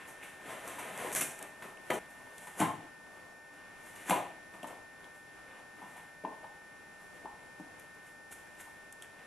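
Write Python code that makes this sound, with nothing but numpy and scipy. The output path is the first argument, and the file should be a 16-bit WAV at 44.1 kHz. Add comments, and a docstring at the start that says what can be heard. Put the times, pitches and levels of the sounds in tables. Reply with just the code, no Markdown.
"""A close motor whines over a steady hiss throughout. From the start a large dog paws a drink carton in a
wicker basket, fur dragging on coated paper, then bites and tears it: the hollow carton booms, folds crunch, the
paper crackles, teeth and lips click. A hard room rings on; at 1.99 s the room's ring stops dead, once. The
hardest bites land near 2.6 and 4.1 s. Then the dog chews the scraps with wet smacks, and from about 8 s saliva
squelches as the jaws part."""
import sys
import numpy as np
from scipy import signal
from scipy.fft import rfft, irfft, next_fast_len
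from scipy.io import wavfile

SR = 44100
rng = np.random.default_rng(int(sys.argv[2]) if len(sys.argv) > 2 else 0)


def unload_audio(sound):
    """Save the sound as a 16-bit wav file, at the path given as the first command line argument."""
    columns = np.transpose(np.atleast_2d(sound))
    # keep every value between -1 and 1, then stretch to whole-number steps
    steps = np.round(np.clip(columns, -1, 1) * 32767)
    wavfile.write(sys.argv[1], SR, steps.astype(np.int16))


N = 408366
FFT_SIZE = next_fast_len(N, True)
FFT_HZ = np.maximum(np.fft.rfftfreq(FFT_SIZE, 1 / SR), 1)


def from_db(db):
    return np.exp(np.asarray(db) * np.log(10) / 20)


def unit_rms(x):
    return x / np.sqrt(np.mean(x ** 2) + 1e-20)


def at_hz(curve, hz):
    """Curve value, interpolated over log frequency."""
    curve_hz, values = np.array(curve).T
    return np.interp(np.log(hz), np.log(curve_hz), values)


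def colour(x, spectrum):
    """Spectral shaping; white noise keeps its power."""
    gain = unit_rms(from_db(at_hz(spectrum, FFT_HZ)))
    return irfft(rfft(x, FFT_SIZE) * gain, FFT_SIZE)[..., :N]


def drift(rate_hz):
    """Slow random wander, rms 1."""
    hop, settle = 40, 2000
    pole = np.exp(-2 * np.pi * rate_hz * hop / SR)
    noise = rng.standard_normal(N // hop + settle + 2)
    slow = signal.lfilter([1], [1, -2 * pole, pole * pole], noise)[settle:]
    return np.interp(np.arange(N) / hop, np.arange(len(slow)), unit_rms(slow))


def grains(per_s, spread_db):
    """Random snaps of uneven size, rms 1."""
    sizes = from_db(spread_db * np.minimum(rng.exponential(1, N), 5)) * rng.choice([-1, 1], N)
    return unit_rms(sizes * (rng.random(N) < per_s / SR))


def cavity(x, hz, q):
    """Broad resonance of carton or mouth, passed three times as board and gums are soft; peak 1."""
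    radius = np.exp(-np.pi * hz / q / SR)
    poles = [1, -2 * radius * np.cos(2 * np.pi * hz / SR), radius * radius]
    bandpass, lowpass = [1, 0, -1] + poles, [1, 2, 1] + poles
    ring = signal.sosfilt([bandpass, bandpass, lowpass], x + 1e-18)
    return ring / np.max(np.abs(ring))


# Motor overtones: (harmonic [number], level re MOTOR_DB [dB])
MOTOR_HARMONICS = [(1, -21.5), (2, -15.5), (3, -19), (4, -29.5), (5, -10.5), (6, 0.5), (7, -20.5), (8, -18),
                   (9, -27), (10, -63), (11, -34), (12, -28.5), (13, -31.5), (14, -29.5), (15, -32),
                   (16, -28.5), (17, -28.5), (18, -25), (19, -23.5), (20, -33), (21, -32), (22, -35),
                   (23, -32), (24, -40), (25, -44), (26, -34), (27, -31), (28, -37), (29, -41.5), (30, -45),
                   (31, -32), (32, -34), (33, -29), (34, -28.5), (35, -31), (36, -24), (37, -31), (38, -26),
                   (39, -41), (40, -31), (41, -34)]
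# Further motor whine tones, between and above the 300 Hz harmonics: (frequency [Hz], rms level [dB])
FURTHER_WHINE_TONES = [(807, -73.5), (1350, -75), (1700, -83), (2550, -81), (3553, -87), (7106, -83.5),
                       (10013, -83), (10191, -88), (12452, -94)]
MOTOR_HZ, MOTOR_DB = 300.0, -57


def motor_whine():
    """Harmonics of an even motor pulse plus further whine tones, each wavering slightly in level."""
    t = np.arange(SR) / SR   # 1 s of whole cycles, looped
    harmonics = [(k * MOTOR_HZ, MOTOR_DB + level_db) for k, level_db in MOTOR_HARMONICS]
    whine = np.zeros(N)
    for hz, level_db in harmonics + FURTHER_WHINE_TONES:
        cycles = round(hz) * t + 0.34 * rng.random()
        tone = np.sqrt(2) * from_db(level_db) * np.sin(2 * np.pi * cycles)
        whine += np.resize(tone, N) * (1 + 0.043 * drift(rate_hz=3.3))
    return whine


# Hiss spectrum: (frequency [Hz], gain [dB])
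HISS_SPECTRUM = [(20, -13), (60, -9), (166, -4), (500, -5), (900, -5), (1400, -11), (2000, -10),
                 (2500, -15), (4300, -23), (7000, -22), (10500, -24), (11800, -32.5), (12600, -32),
                 (13000, -46)]
# Left-right likeness: (frequency [Hz], correlation [0..1])
HISS_CORRELATION = [(60, 0.63), (300, 0.17), (1300, 0.07), (3000, 0.067), (6000, 0.043), (12000, 0.32)]
HISS_DB = -58


def hiss():
    """Room air and noise floor, partly shared by left and right, swelling slightly."""
    mid, side = rfft(rng.standard_normal((2, FFT_SIZE)))
    correlation = at_hz(HISS_CORRELATION, FFT_HZ)
    spectra = np.sqrt(1 + correlation) * mid + np.sqrt(1 - correlation) * side * [[1], [-1]]
    noise = irfft(spectra, FFT_SIZE)[:, :N]
    return from_db(HISS_DB + 0.8 * drift(rate_hz=3)) * unit_rms(colour(noise, HISS_SPECTRUM))


# Dull scuff, mid crunch and bright crackle spectra: (frequency [Hz], gain [dB])
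SCUFF_SPECTRUM = [(30, -31), (140, -7), (300, 0), (700, 2.5), (1100, 0.5), (1500, -12), (3000, -26)]
CRUNCH_SPECTRUM = [(600, -3.5), (1100, -2), (1600, 3.5), (2400, -0.5), (3500, -8), (4700, -20.5),
                   (7000, -70)]
CRACKLE_SPECTRUM = [(3000, -1.5), (4900, -11), (5900, 1), (7200, 5), (9500, 6.5), (11200, 6), (12300, 4),
                    (13000, -32)]
# Paw and muzzle strokes: (peak time [s], length [s], scuff [dB], rasp [dB], rustle [dB])
STROKES = [(0.01, 0.39, -61, -52, -64.5), (0.087, 0.12, -51, -69, -54), (0.25, 0.3, -57, -52, -58),
           (0.504, 0.39, -46, -47, -54.5), (0.695, 0.49, -49, -48, -53), (0.86, 0.63, -47.5, -47.5, -55.5),
           (1.001, 0.32, -44, -44.5, -50.5), (1.065, 0.33, -42.5, -47.5, -50.5),
           (1.302, 0.19, -52, -66, -51.5), (1.42, 0.38, -51.5, -52.5, -59.5),
           (1.642, 0.23, -47.5, -55, -59.5), (1.89, 0.41, -59, -56, -61.5), (2.105, 0.2, -69, -74, -63),
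           (2.214, 0.54, -58, -75, -69), (2.42, 0.53, -58, -57.5, -57), (2.596, 0.094, -40, -42, -40),
           (3.13, 0.82, -57.5, -74, -73), (3.54, 0.13, -57, -70, -69), (3.868, 0.37, -59.5, -57, -59),
           (4.017, 0.43, -69, -53.5, -58.5), (4.097, 0.12, -41, -38, -40), (4.55, 0.15, -53.5, -62, -64.5),
           (4.71, 0.21, -50.5, -57, -67.5), (5.036, 0.35, -60.5, -61, -73), (5.16, 0.15, -66, -65, -65),
           (5.575, 0.5, -60, -77, -82), (5.803, 0.39, -57, -60, -69), (5.903, 0.25, -62, -64, -65),
           (5.98, 0.36, -66, -57.5, -67), (6.436, 0.066, -58, -61, -78), (7.013, 0.19, -60, -64, -68),
           (7.154, 0.24, -62, -61.5, -69), (7.438, 0.3, -61, -82, -82), (7.60, 0.1, -55, -75, -73),
           (7.80, 0.13, -73, -72, -65), (8.07, 0.15, -68, -60, -63), (8.358, 0.2, -77, -63, -61),
           (8.604, 0.38, -60, -59, -62), (9.22, 0.75, -66, -63, -78)]
STROKE_EDGE_DB, STROKE_RISE_SHARE = -20, 0.35   # level at both ends re peak; swell over length
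FUR_STIR_DB = (-69.5, -67, -86.5)   # scuff, rasp, rustle between strokes


def rubs():
    """Fur and paws drag on coated paper: dense, clumped grains; each stroke swells and dies away."""
    t = np.arange(N) / SR
    power = np.outer(from_db(FUR_STIR_DB), from_db(3.5 * drift(rate_hz=3))) ** 2
    for peak_s, length_s, *levels_db in STROKES:
        span = slice(max(round((peak_s - 2 * length_s) * SR), 0), round((peak_s + 2 * length_s) * SR))
        offset = (t[span] - peak_s) / length_s
        from_peak = np.maximum(-offset / STROKE_RISE_SHARE, offset / (1 - STROKE_RISE_SHARE))
        power[:, span] += np.outer(from_db(levels_db), from_db(STROKE_EDGE_DB * from_peak)) ** 2
    clumps = unit_rms(from_db(0.52 * drift(rate_hz=31)))
    scuff, rasp, rustle = np.sqrt(power) * clumps
    return (colour(scuff * grains(per_s=6000, spread_db=2.5), SCUFF_SPECTRUM)
            + colour(rasp * grains(per_s=8000, spread_db=1.5), CRUNCH_SPECTRUM)
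            + colour(rustle * grains(per_s=16000, spread_db=-0.5), CRACKLE_SPECTRUM))


# Bites and tears: (time [s], hollow knock [dB], knock [Hz], low thump [dB], thump [Hz],
# fold crunch [dB], paper crackle [dB], decay [s])
BITES = [(0.227, -37.5, 2410, -56, 342, -53, -52.5, 0.027), (0.456, -55, 463, -40, 325, -50, -57, 0.017),
         (0.674, -37.5, 1190, -49, 294, -60, -44, 0.014), (0.784, -37, 960, -62, 320, -42, -43.5, 0.025),
         (1.047, -51, 600, -28.5, 390, -62, -58, 0.014), (1.124, -49, 960, -48, 387, -52, -33, 0.015),
         (1.155, -52, 940, -56, 424, -34, -25.5, 0.024), (1.173, -51, 890, -46, 350, -49, -39, 0.011),
         (1.193, -44, 1140, -44, 308, -43, -37, 0.012), (1.208, -53, 1190, -59, 291, -31.5, -25.5, 0.014),
         (1.219, -44, 872, -45, 230, -42, -32, 0.012), (1.621, -46, 1040, -47, 228, -39.5, -49.5, 0.01),
         (1.901, -27.5, 517, -26, 355, -26.5, -38, 0.012), (1.912, -26.5, 920, -34, 395, -50, -51, 0.015),
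         (1.929, -31.5, 604, -30.5, 350, -43, -41.5, 0.024), (2.47, -44, 960, -66, 342, -44, -48.5, 0.011),
         (2.602, -26, 740, -23, 227, -29, -36.5, 0.024), (2.614, -18.5, 914, -34.5, 180, -32.5, -54, 0.02),
         (3.952, -51, 1030, -68, 136, -49, -52, 0.025), (4.096, -23, 1010, -28.5, 230, -27.5, -27, 0.0038),
         (4.107, -17, 880, -31, 189, -26.5, -37, 0.0086), (4.116, -21.5, 603, -35, 140, -31, -48, 0.0069),
         (4.125, -22, 950, -36, 400, -37, -50, 0.02), (4.157, -30, 720, -32, 353, -35.5, -46, 0.015),
         (4.536, -50, 820, -51, 268, -49.5, -62, 0.01), (4.631, -36.5, 596, -39.5, 310, -57, -51.5, 0.0098),
         (4.643, -31, 875, -41, 422, -41, -63, 0.0042), (4.668, -57, 816, -55, 340, -48.5, -49.5, 0.016),
         (5.817, -41, 900, -50, 223, -58, -67, 0.03), (5.963, -43, 860, -58, 146, -58, -56.5, 0.022),
         (6.238, -34.5, 584, -33.5, 351, -68, -74, 0.024), (6.248, -24.5, 877, -54, 275, -44, -71, 0.0062),
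         (6.292, -47, 790, -48, 293, -64, -75, 0.017), (6.43, -48, 650, -62, 200, -62, -70, 0.0068),
         (6.442, -39.5, 915, -58, 164, -55, -73, 0.011), (7.247, -41.5, 594, -39.5, 305, -59, -66, 0.0055),
         (7.256, -32.5, 880, -59, 220, -54, -68, 0.0086), (7.597, -42.5, 795, -39, 236, -61, -64, 0.0071),
         (8.307, -56, 740, -57, 248, -69, -66, 0.012), (8.671, -45.5, 850, -60, 403, -68, -70, 0.01)]


def bites():
    """One hard contact, then a fast swell of fibre snaps that thins out; both ring the hollow carton."""
    t = np.arange(SR // 5) / SR
    power, boom = np.zeros((2, N + SR)), np.zeros(N + SR)
    snaps = grains(per_s=3400, spread_db=4.0)
    for time_s, knock_db, knock_hz, thump_db, thump_hz, *levels_db, decay_s in BITES:
        start = round(time_s * SR)
        span = slice(start, start + len(t))
        snap_envelope = (1 - np.exp(-t / (0.067 * decay_s))) * np.exp(-t / decay_s)
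        paper_envelope = (1 - np.exp(-t / (0.14 * decay_s))) * snap_envelope
        power[:, span] += np.outer(from_db(levels_db), paper_envelope) ** 2
        blow = snap_envelope * snaps[span]
        blow[0] = 13.1   # hard contact
        boom[span] += from_db(knock_db) * cavity(blow, knock_hz, q=2.2)
        boom[span] += from_db(thump_db) * cavity(blow, thump_hz, q=0.84)
    crunch, crackle = np.sqrt(power[:, :N])
    return (boom[:N] + colour(crunch * grains(per_s=6000, spread_db=3.0), CRUNCH_SPECTRUM)
            + colour(crackle * grains(per_s=20000, spread_db=2.0), CRACKLE_SPECTRUM))


# Tooth and lip clicks: (time [s], bright click [dB], mouth ring [dB], mouth resonance [Hz])
SMACKS = [(0.677, -37, -44, 2290), (0.976, -34, -50, 2500), (1.117, -37, -41, 2360),
          (1.1283, -36, -47, 2570), (1.143, -38, -52, 2400), (1.1495, -21, -38, 2380),
          (1.39, -38, -48, 2400), (1.426, -32, -57, 3800), (1.7724, -57, -43, 2610),
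          (1.904, -48, -27, 2050), (2.27, -62, -47, 900), (2.381, -41, -47, 3640), (2.601, -25, -32, 2430),
          (4.6298, -46, -42, 3020), (5.005, -60, -53, 1500), (5.042, -64, -48.5, 3450),
          (6.239, -64, -53, 2360), (7.7966, -45, -56, 2400), (8.3145, -44, -53, 2300),
          (8.4713, -58, -46, 1600), (8.925, -39.5, -54, 1500), (9.0225, -39.5, -40, 3300)]
SMACK_RISE_S, SMACK_DECAY_S = 0.00042, 0.002


def smacks():
    """Teeth and wet lips click: a brief noise burst that rings in the mouth cavity."""
    t = np.arange(SR // 30) / SR
    envelope = (1 - np.exp(-t / SMACK_RISE_S)) * np.exp(-t / SMACK_DECAY_S)
    bursts = envelope * rng.choice([-1., 1.], (len(SMACKS), len(t)))
    bright, ring = np.zeros(N), np.zeros(N)
    for (time_s, bright_db, ring_db, mouth_hz), burst in zip(SMACKS, bursts):
        start = round(time_s * SR)
        bright[start:start + len(t)] += from_db(bright_db) * burst
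        ring[start:start + len(t)] += from_db(ring_db) * cavity(burst, mouth_hz, q=2.9)
    return colour(bright, CRACKLE_SPECTRUM) + ring


# Jaws parting: (peak time [s], fade [s], bright level [dB], mid level [dB])
SQUELCHES = [(7.95, 0.006, -63, -76), (8.325, 0.013, -47.5, -52), (8.475, 0.01, -72, -63),
             (8.605, 0.015, -49.5, -54), (9.03, 0.017, -56.5, -51.5), (9.195, 0.012, -73, -57)]
SQUELCH_RISE_PER_FADE = 0.61


def squelches():
    """Saliva films burst in a soft clump of grains: quick swell, slower fade."""
    t = np.arange(-SR // 5, SR // 5) / SR
    envelopes = np.zeros((2, N + SR))
    for peak_s, fade_s, *levels_db in SQUELCHES:
        start = round((peak_s + t[0]) * SR)
        envelope = np.exp(-np.maximum(-t / SQUELCH_RISE_PER_FADE, t) / fade_s)
        envelopes[:, start:start + len(t)] += np.outer(from_db(levels_db), envelope)
    bright, mid = envelopes[:, :N]
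    return (colour(bright * grains(per_s=9000, spread_db=3.5), CRACKLE_SPECTRUM)
            + colour(mid * grains(per_s=5500, spread_db=6.5), CRUNCH_SPECTRUM))


# Room decay: (frequency [Hz], T60 [s])
ROOM_T60 = [(100, 0.44), (400, 0.52), (900, 0.45), (1800, 0.55), (5000, 0.44), (12000, 0.28)]
# Echo width: (frequency [Hz], side re mid [dB])
ROOM_WIDTH = [(100, -19), (1000, -7.5), (5000, -13), (9000, -10), (12000, -76)]
ECHO_RE_DIRECT_DB, ECHO_RISE_S = -3.5, 0.0017


def room(x):
    """Hard room: direct sound plus third-octave bands of dying noise; only the echoes are stereo."""
    t, echoes = np.arange(SR) / SR, 0
    swell = np.minimum(t / ECHO_RISE_S, 1)
    for low_hz in 50 * 2 ** np.arange(0, 8.3, 1 / 3):
        bandpass = signal.butter(2, [low_hz, 2 ** (1 / 3) * low_hz], "band", fs=SR, output="sos")
        decay = from_db(-60 * t / at_hz(ROOM_T60, low_hz))
        band = signal.sosfilt(bandpass, rng.standard_normal((2, SR))) * swell * decay
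        band *= np.sqrt(low_hz / np.sum(band ** 2, axis=1, keepdims=True))   # equal energy per Hz
        echoes = echoes + band * from_db([[0], [at_hz(ROOM_WIDTH, low_hz)]])
    mid, side = from_db(ECHO_RE_DIRECT_DB) * echoes / np.sqrt(np.sum(echoes[0] ** 2))
    mid[0] = 1   # direct sound
    response = np.array([mid + side, mid - side]) / np.sqrt(np.sum(mid ** 2))
    return signal.fftconvolve(x[None], response, axes=1)[:, :N]


RING_STOP_S = 1.99


def scene():
    """Carton and mouth in the room, over hiss and motor; at 1.99 s the room's ring of the carton sounds stops
    dead, once."""
    highpass = signal.butter(4, 105, "high", fs=SR, output="sos")   # a small box radiates no deep bass
    carton = signal.sosfilt(highpass, bites() + rubs())
    mouth = 0.5 * (smacks() + squelches())   # close: half dry, half through the room
    early = np.arange(N) < RING_STOP_S * SR
    stopped = room(carton * early) * early
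    ringing = room(carton * ~early + mouth)
    return stopped + ringing + mouth + hiss() + motor_whine()


# Channel balance: (frequency [Hz], left re right [dB])
LEFT_LEAN = [(60, 1.5), (180, 2.5), (510, 3.0), (1500, 1), (4400, -1), (12900, 0)]
STOPBAND_HZ = 13469


def record(dry):
    """Low mids lean left; the top treble is cut."""
    lean = from_db(at_hz(LEFT_LEAN, FFT_HZ) * [[0.5], [-0.5]])
    leaned = irfft(rfft(dry, FFT_SIZE) * lean, FFT_SIZE)[:, :N]
    lowpass = signal.cheby2(14, 60, STOPBAND_HZ, fs=SR, output="sos")
    return signal.sosfilt(lowpass, leaned)


dry = scene()
out = record(dry)
unload_audio(out)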